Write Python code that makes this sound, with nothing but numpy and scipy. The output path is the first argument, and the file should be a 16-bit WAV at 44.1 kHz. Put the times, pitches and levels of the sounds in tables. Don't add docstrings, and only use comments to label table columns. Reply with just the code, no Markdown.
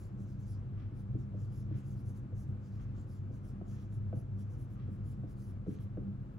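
import sys
import numpy as np
from scipy import signal
from scipy.fft import rfft, irfft, next_fast_len
from scipy.io import wavfile
from scipy.ndimage import uniform_filter1d

SR = 44100
rng = np.random.default_rng(int(sys.argv[2]) if len(sys.argv) > 2 else 0)


def volts(x):
    e = np.asarray(x, float) / 20
    return 10 ** e


def materialize(psi):
    bounded = np.clip(np.atleast_2d(psi).T, -1, 1)
    quanta = np.round(bounded * 32767).astype(np.int16)
    wavfile.write(sys.argv[1], SR, quanta)


N = 281358
SIZE = next_fast_len(N, True)
HZ = np.arange(SIZE // 2 + 1) * SR / SIZE + 1e-3
ROOM_T60_S = 0.34


def rms_one(x):
    return x / np.sqrt(np.mean(x ** 2) + 1e-20)


def in_time(rows):
    s, *columns = np.transpose(rows)
    return [np.interp(np.arange(N) / SR, s, column) for column in columns]


def at_hz(points):
    hz, values = np.transpose(points)
    return np.interp(np.log(HZ), np.log(hz), values)


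def drift(rate):
    r = np.exp(-80 * np.pi * rate / SR)
    noise = rng.standard_normal(N // 40 + 2002)
    slow = signal.lfilter([1], [1, -2 * r, r * r], noise)[2000:]
    return np.interp(np.arange(N) / 40, np.arange(len(slow)), rms_one(slow))


def coloured(shared, spectrum, alike):
    alike = np.clip(alike, 0, 1)
    common = np.sqrt(alike) * rfft(rms_one(shared), SIZE)
    own = np.sqrt(1 - alike) * rfft(rng.standard_normal((2, SIZE)))
    return rms_one(irfft((common + own) * volts(at_hz(spectrum)), SIZE)[:, :N])


def resonance(x, hz, width_hz):
    r = np.exp(-np.pi * width_hz / SR)
    poles = [1, -2 * r * np.cos(2 * np.pi * hz / SR), r * r]
    return signal.lfilter([(1 - r * r) / 2, 0, (r * r - 1) / 2], poles, x)


def struck(times, peak_db, modes, spread_db, soft_hz):
    at, out = (np.asarray(times) * SR).astype(int), np.zeros(N)
    luck_db = rng.normal(0, spread_db, (len(at), len(modes)))
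    for k, (hz, level_db, t60) in enumerate(modes):
        clicks = np.full(N, 1e-18)
        clicks[at] = volts(peak_db + level_db + luck_db[:, k])
        r, w = volts(-60 / (t60 * SR)), 2 * np.pi * hz / SR
        ring = signal.lfilter([0, np.sin(w)], [1, -2 * r * np.cos(w), r * r], clicks)
        out += (-1) ** k * ring
    soften = signal.butter(1, min(soft_hz, .45 * SR), fs=SR, output="sos")
    return signal.sosfilt(soften, out)


def in_room(x, wet_db):
    t = np.arange(SR // 2) / SR
    tail = rng.standard_normal((2, len(t))) * volts(-60 * t / ROOM_T60_S) * (t > .006)
    tail /= np.sqrt(np.sum(tail ** 2, axis=1, keepdims=True))
    return x + volts(wet_db) * signal.fftconvolve(x[None], tail, axes=1)[:, :N]


def patchy(x, centres, patch_db, rate):
    out, spectrum = 0, rfft(x, SIZE)
    for centre in centres:
        mask = np.cos(np.pi / 2 * np.clip((HZ - centre) / 800, -1, 1)) ** 2
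        out = out + volts(patch_db * drift(rate)) * irfft(spectrum * mask, SIZE)[:, :N]
    return rms_one(out)


def stroke_swell(strokes, level_db, stretch, steep, tail_db):
    t, power = np.arange(N) / SR, np.zeros(N)
    for (middle, half, *_), db in zip(strokes, level_db):
        near = slice(max(0, int((middle - .2) * SR)), int((middle + .2) * SR))
        from_middle = np.abs((t[near] - middle) / (half * stretch))
        power[near] += volts(2 * db - 12.2 * from_middle ** steep)
    hold = volts(-120 / (ROOM_T60_S * SR))
    held = signal.lfilter([1 - hold], [1, -hold], power + 1e-20)
    return np.sqrt(power + volts(2 * tail_db) * held)


# middle in seconds, half length in
# seconds, pressure as felt hiss in dB, slant as barrel hiss above felt in dB.
STROKES = [(0.01, 0.059, -78, 0), (0.509, 0.04, -77.5, 0.8), (.993, .034, -83, -1.5), (1.57, 0.053, -79.5, 2),
           (1.785, .028, -81, 2.5), (1.896, 0.055, -81.5, 1), (1.993, .028, -82, 2),
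           (2.091, 0.035, -77, -2.5), (2.174, 0.026, -80.5, 0), (2.402, 0.037, -77, -2.5),
           (3.135, .05, -81.5, 1), (3.478, 0.037, -78.5, -2), (3.725, .051, -82.5, 4.5),
           (3.947, 0.034, -83.5, -1.5), (4.184, 0.032, -80.5, -1), (4.407, .026, -79.5, -.7),
           (4.616, 0.041, -82, -0.5), (5.097, .042, -80.5, -1), (5.31, .028, -79, -2.5),
           (5.419, 0.043, -77, -3.3), (5.495, 0.032, -81.5, -4), (5.72, .038, -81, 2),
           (5.825, .029, -81, -3.5),
           (0.221, .034, -85, 3.5), (0.307, .036, -86, 5.5), (0.418, .031, -86, 1.5), (1.209, 0.023, -90, 8),
         (1.427, 0.039, -85.5, 5.5), (2.496, .019, -90.3, -5), (2.667, 0.037, -89, 7.5),
         (2.75, 0.035, -92, 11), (2.826, 0.021, -88.5, 7), (3.001, 0.04, -90, 9), (3.354, 0.027, -84, 3.5),
         (3.823, 0.027, -83.5, 5), (4.527, .03, -84, 0.5), (4.726, .03, -86, -1.5),
         (4.937, 0.032, -85.5, -4)]
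# frequency in Hz, level in dB per Hz.
FELT = [(6500, -35), (7800, -2), (9000, -1.5), (10000, -1.5), (11000, 2.5), (12000, -7.5), (12800, -15.5),
        (13500, -38)]
# frequency in Hz, level in dB per Hz.
FIBRES = [(12500, -23), (13500, -2), (14200, -3.5), (15000, 1.5), (15800, -3.5)]
# frequency in Hz, level in dB per Hz.
BARREL = [(1800, -24), (3000, -1), (4000, -3.5), (5000, 1), (6200, 3), (7500, -1.5), (8800, -9.5)]


def marker():
    strokes = STROKES
    _, _, felt_db, slant_db = np.transpose(strokes)
    sizes = volts(3.2 * np.minimum(rng.exponential(1, N), 5)) * rng.choice([-1, 1], N)
    grains = sizes * (rng.random(N) < 9000 / SR)
    centres = np.arange(1600, 14500, 800)
    felt = patchy(coloured(grains, FELT, alike=.84), centres[5:], patch_db=3.2, rate=9)
    fine = coloured(grains, FIBRES, alike=.9)
    barrel = patchy(coloured(grains, BARREL, alike=.75), centres[:10], patch_db=3.5, rate=10)

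    slow_pass = signal.butter(2, 250, fs=SR, output="sos")
    narrow = rms_one(signal.sosfilt(slow_pass, rng.standard_normal(N)))
    whistle_hz = 5850 + 596 * drift(3.3)
    whistle = volts(-6) * narrow * np.sin(2 * np.pi * np.cumsum(whistle_hz) / SR)

    mean_pressure_db = -82
    fine_db = -83.5 + .4 * (felt_db - mean_pressure_db)
    felt_swell = stroke_swell(strokes, felt_db + 1.5, stretch=0.9, steep=2.7, tail_db=-19.5)
    fine_swell = stroke_swell(strokes, fine_db, stretch=1.0, steep=3.5, tail_db=-37)
    barrel_swell = stroke_swell(strokes, felt_db + slant_db, stretch=1.14, steep=3.0, tail_db=-7.5)
    return felt_swell * felt + fine_swell * fine + barrel_swell * (barrel + whistle)


def duct_tone(level_db, modes, even):
    air, tone = rng.standard_normal(N + SR), 0
    for hz, width_hz, db in modes:
        ring = resonance(resonance(air, hz, width_hz), hz, width_hz)
        tone = tone + volts(db) * rms_one(ring)
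    swell = np.sqrt(uniform_filter1d(uniform_filter1d(tone ** 2, size=4400), size=4400))
    return volts(level_db) * rms_one((tone / swell ** even)[SR:])


# time in seconds, level in dB.
MAIN_SWELL = [(0.0, -41), (0.03, -48.5), (0.55, -42), (1.05, -45), (1.15, -35), (1.31, -49.5), (1.35, -41),
              (2.42, -43.5), (2.47, -37.5), (2.68, -52.5), (2.74, -43.5), (3.89, -46.5), (3.96, -38.5),
              (4.53, -44.5), (5.24, -41.5), (5.28, -47.5), (6.18, -43), (6.38, -48)]
# time in seconds, level in dB.
BRANCH_SWELL = [(0.0, -49), (0.07, -69.5), (0.12, -47), (0.69, -58), (1.4, -48.5), (1.49, -73),
                (1.54, -50.5), (3.29, -56.5), (3.61, -50.5), (4.18, -50.5), (4.25, -68), (4.35, -44.5),
                (4.6, -66.5), (4.76, -50), (5.81, -53), (6.09, -43), (6.18, -54), (6.38, -53.5)]
# frequency in Hz, rms level in dB.
MAINS = [(360, -72.5), (480, -79.5), (660, -86), (720, -98), (840, -82)]
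# frequency in Hz, level in dB per Hz.
RUMBLE = [(17, -29.5), (34, -6), (48, 3), (72, -3.5), (90, -1.5), (165, -10.5), (230, -8.5), (350, -16),
          (460, -25), (500, -20.5), (560, -26), (800, -33), (1000, -70)]
# frequency in Hz, level in dB per Hz.
AIR = [(600, -21), (800, -0.5), (1000, 4), (1300, -0.5), (1600, -4.5), (1900, -9), (2600, -12),
       (3500, -18.5), (5500, -24.5), (8000, -26), (10000, -34.5), (12300, -37),
       (12700, -50), (16000, -55)]
# frequency in Hz, likeness from 0 to 1.
LIKENESS = [(30, 1), (340, 0.96), (450, 0.07), (700, 0.3), (1000, 0.73), (1500, 0.4), (2100, 0.18),
            (4000, .5), (5000, 0), (8000, 0.1), (11000, 0.8), (12500, 0.1), (16000, 0.5)]


def ventilation():
    (main_db,), (branch_db,) = in_time(MAIN_SWELL), in_time(BRANCH_SWELL)
    main = duct_tone(main_db + 1.47, [(103.53, 17.0, 2.9), (122.1, 20.3, 0.3)], even=0.55)
    branch = duct_tone(branch_db - .6, [(197.77, 11.1, 0)], even=.7)
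    breeze = volts(.5 * drift(4))
    t, alike = np.arange(N) / SR, at_hz(LIKENESS)
    hum = sum(volts(db + 4) * np.sin(2 * np.pi * hz * t) for hz, db in MAINS)
    rumble = volts(-48.5) * breeze * coloured(rng.standard_normal(N), RUMBLE, alike)
    hiss = volts(-70) * breeze * coloured(rng.standard_normal(N), AIR, alike)
    return main + branch + hum + rumble + hiss


# time in seconds, peak in dB,
# low thud above the peak in dB, hard edge above the peak in dB.
KNOCKS = [(0.103, -58, 1.5, -3), (0.189, -52, 7, -20), (0.913, -52, 11.5, -14), (1.147, -46.5, 6.5, -11.5),
          (1.342, -46, -3, -11), (1.708, -51.5, 9.5, -21), (2.324, -48.5, -13.5, -20),
          (3.302, -48, 3.5, -3), (3.613, -45.5, -2, 2.5), (4.128, -42, 6.5, 3), (4.88, -50.5, 4, -18),
          (5.234, -49.5, 7.5, -1), (5.286, -68, 0.5, -4), (5.664, -41, -4, -15), (5.676, -41.5, 8, -16),
          (5.71, -64, 4, 4), (5.972, -40, 5.5, -12.5), (6.015, -54, 9, -16), (6.073, -58, -7, -3.5)]
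# frequency in Hz, level in dB, time to fall 60 dB in seconds.
THUD = [(187.3, -1, 0.11), (226, -8.5, 0.14), (271.3, -1, 0.078), (314, -3, 0.059)]
# frequency in Hz, level in dB, time to fall 60 dB in seconds.
PANEL = [(356, -1.5, 0.055), (422.4, -8, 0.12), (503, -5.5, 0.098), (574, -12.5, 0.039), (586, -9.5, 0.068)]
# frequency in Hz, level in dB, time to fall 60 dB in seconds.
EDGE = [(660, -14, 0.062), (1310, -20.5, 0.035), (702, -15, 0.071), (1503, -22.5, 0.089),
        (2340, -27.5, 0.013), (3600, -36.5, .008), (6500, -37, .003)]


def panel():
    s, peak_db, thud_db, edge_db = np.transpose(KNOCKS)
    low = struck(s + 0.00493, peak_db + thud_db, THUD, spread_db=3.5, soft_hz=945)
    mid = struck(s + .001, peak_db - .5, PANEL, spread_db=3.5, soft_hz=1505)
    edge = struck(s, peak_db + edge_db, EDGE, spread_db=4.5, soft_hz=9000)
    return in_room(low + mid + edge, wet_db=-4)


# seconds after its start, peak in dB.
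GEAR_CONTACTS = [
    (.0005, -54.5),
    (.026, -61),
    (.913, -58.5),
    (.9655, -57),
    (.9886, -54.5),
]
# frequency in Hz, level in dB, time to fall 60 dB in seconds.
CLOCK = [(1250, -9, .012), (1700, -11, .008), (2100, -9, .012), (2700, -10, .008), (3300, -8, .01),
         (4100, -12, .008), (5100, -19, .01), (5650, -19, .014)]
# frequency in Hz, level in dB per Hz.
GEARS = [(700, -10.5), (1200, 5), (2000, 2), (3000, -4), (4000, -13), (5500, -14.5), (7000, -29)]


def clock():
    starts = .798 + 2.0 * np.arange(3)
    after, peak_db = np.transpose(GEAR_CONTACTS)
    contacts = (starts[:, None] + after).ravel()
    contact_db = np.tile(peak_db, len(starts)) - 5.5
    gears = struck(contacts, contact_db, CLOCK, spread_db=2.5, soft_hz=12000)
    rotor = struck(starts - .023, -61.5, [(1180, 0, .05)], spread_db=.5, soft_hz=3000)
    clicks = in_room(gears + rotor, wet_db=2.5)

    t, swell = np.arange(N) / SR, np.zeros(N)
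    whir_after_s, whir_db, loss_db_per_s = (.004, 0.95), -69, 1
    for step_s in (starts[:, None] + whir_after_s).ravel():
        rise, fall = (t - step_s) / 0.044, (step_s - t) / 0.097
        swell += volts(whir_db - loss_db_per_s * step_s) * np.exp(np.where(t < step_s, rise, fall))
    whir = swell * coloured(rng.standard_normal(N), GEARS, alike=0.27)
    return (clicks + whir) * volts(np.array([[-1.5], [1.5]]))


# start in seconds, length in seconds, rms level in dB.
SQUEAKS = [
    (6.194, .075, -92.5),
    (6.312, 0.063, -91),
]


def squeaks():
    t, out = np.arange(N) / SR, np.zeros(N)
    start_hz, rise_hz_per_s, width_hz = 14300, 20000, 150
    slow_pass = signal.butter(2, width_hz, fs=SR, output="sos")
    rough = rms_one(signal.sosfilt(slow_pass, rng.standard_normal(N)))
    for start, length, db in SQUEAKS:
        since = np.clip(t - start, 0, length)
        phase = 2 * np.pi * (start_hz * since + rise_hz_per_s * since ** 2 / 2)
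        swell = np.sin(np.pi * (since / length) ** 1.5)
        out += volts(db + 3) * swell * rough * np.sin(phase)
    return out


def scene():
    return marker() + ventilation() + panel() + clock() + squeaks()


def roll_off(x):
    return signal.sosfilt(signal.butter(12, 16920, fs=SR, output="sos"), x)


# frequency in Hz, lead in radians.
LEFT_LEAD = [(0, .3), (120, .65), (500, .5), (900, -2.4), (1400, -6.2), (2000, -5.5), (2500, -7.8),
             (4000, -6.6), (6500, -7.1), (8300, -3.2), (11000, 0), (11700, .1), (13500, 3.1), (15300, 6.3)]
# frequency in Hz, difference in dB.
LEFT_OVER_RIGHT = [(60, 2.5), (200, -1), (400, -0.5), (1300, 5.5), (2400, -.5), (5000, -4.5), (8000, -1),
                   (16000, 2.5)]


def record(dry):
    size, edge = next_fast_len(N + 8192), 4096
    hz = np.arange(size // 2 + 1) * SR / size
    lead = np.interp(hz, *np.transpose(LEFT_LEAD))
    louder_db = np.interp(hz, HZ, at_hz(LEFT_OVER_RIGHT))
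    tilt = volts(louder_db / 2) * np.exp(.5j * lead)
    run_in = np.pad(dry, [(0, 0), (edge, size - N - edge)], "reflect")
    spectrum = rfft(run_in) * [tilt, 1 / tilt] * (hz < 15750)
    ports = irfft(spectrum, size)[:, edge:edge + N]
    return roll_off(ports)


dry = scene()
out = record(dry)
materialize(out)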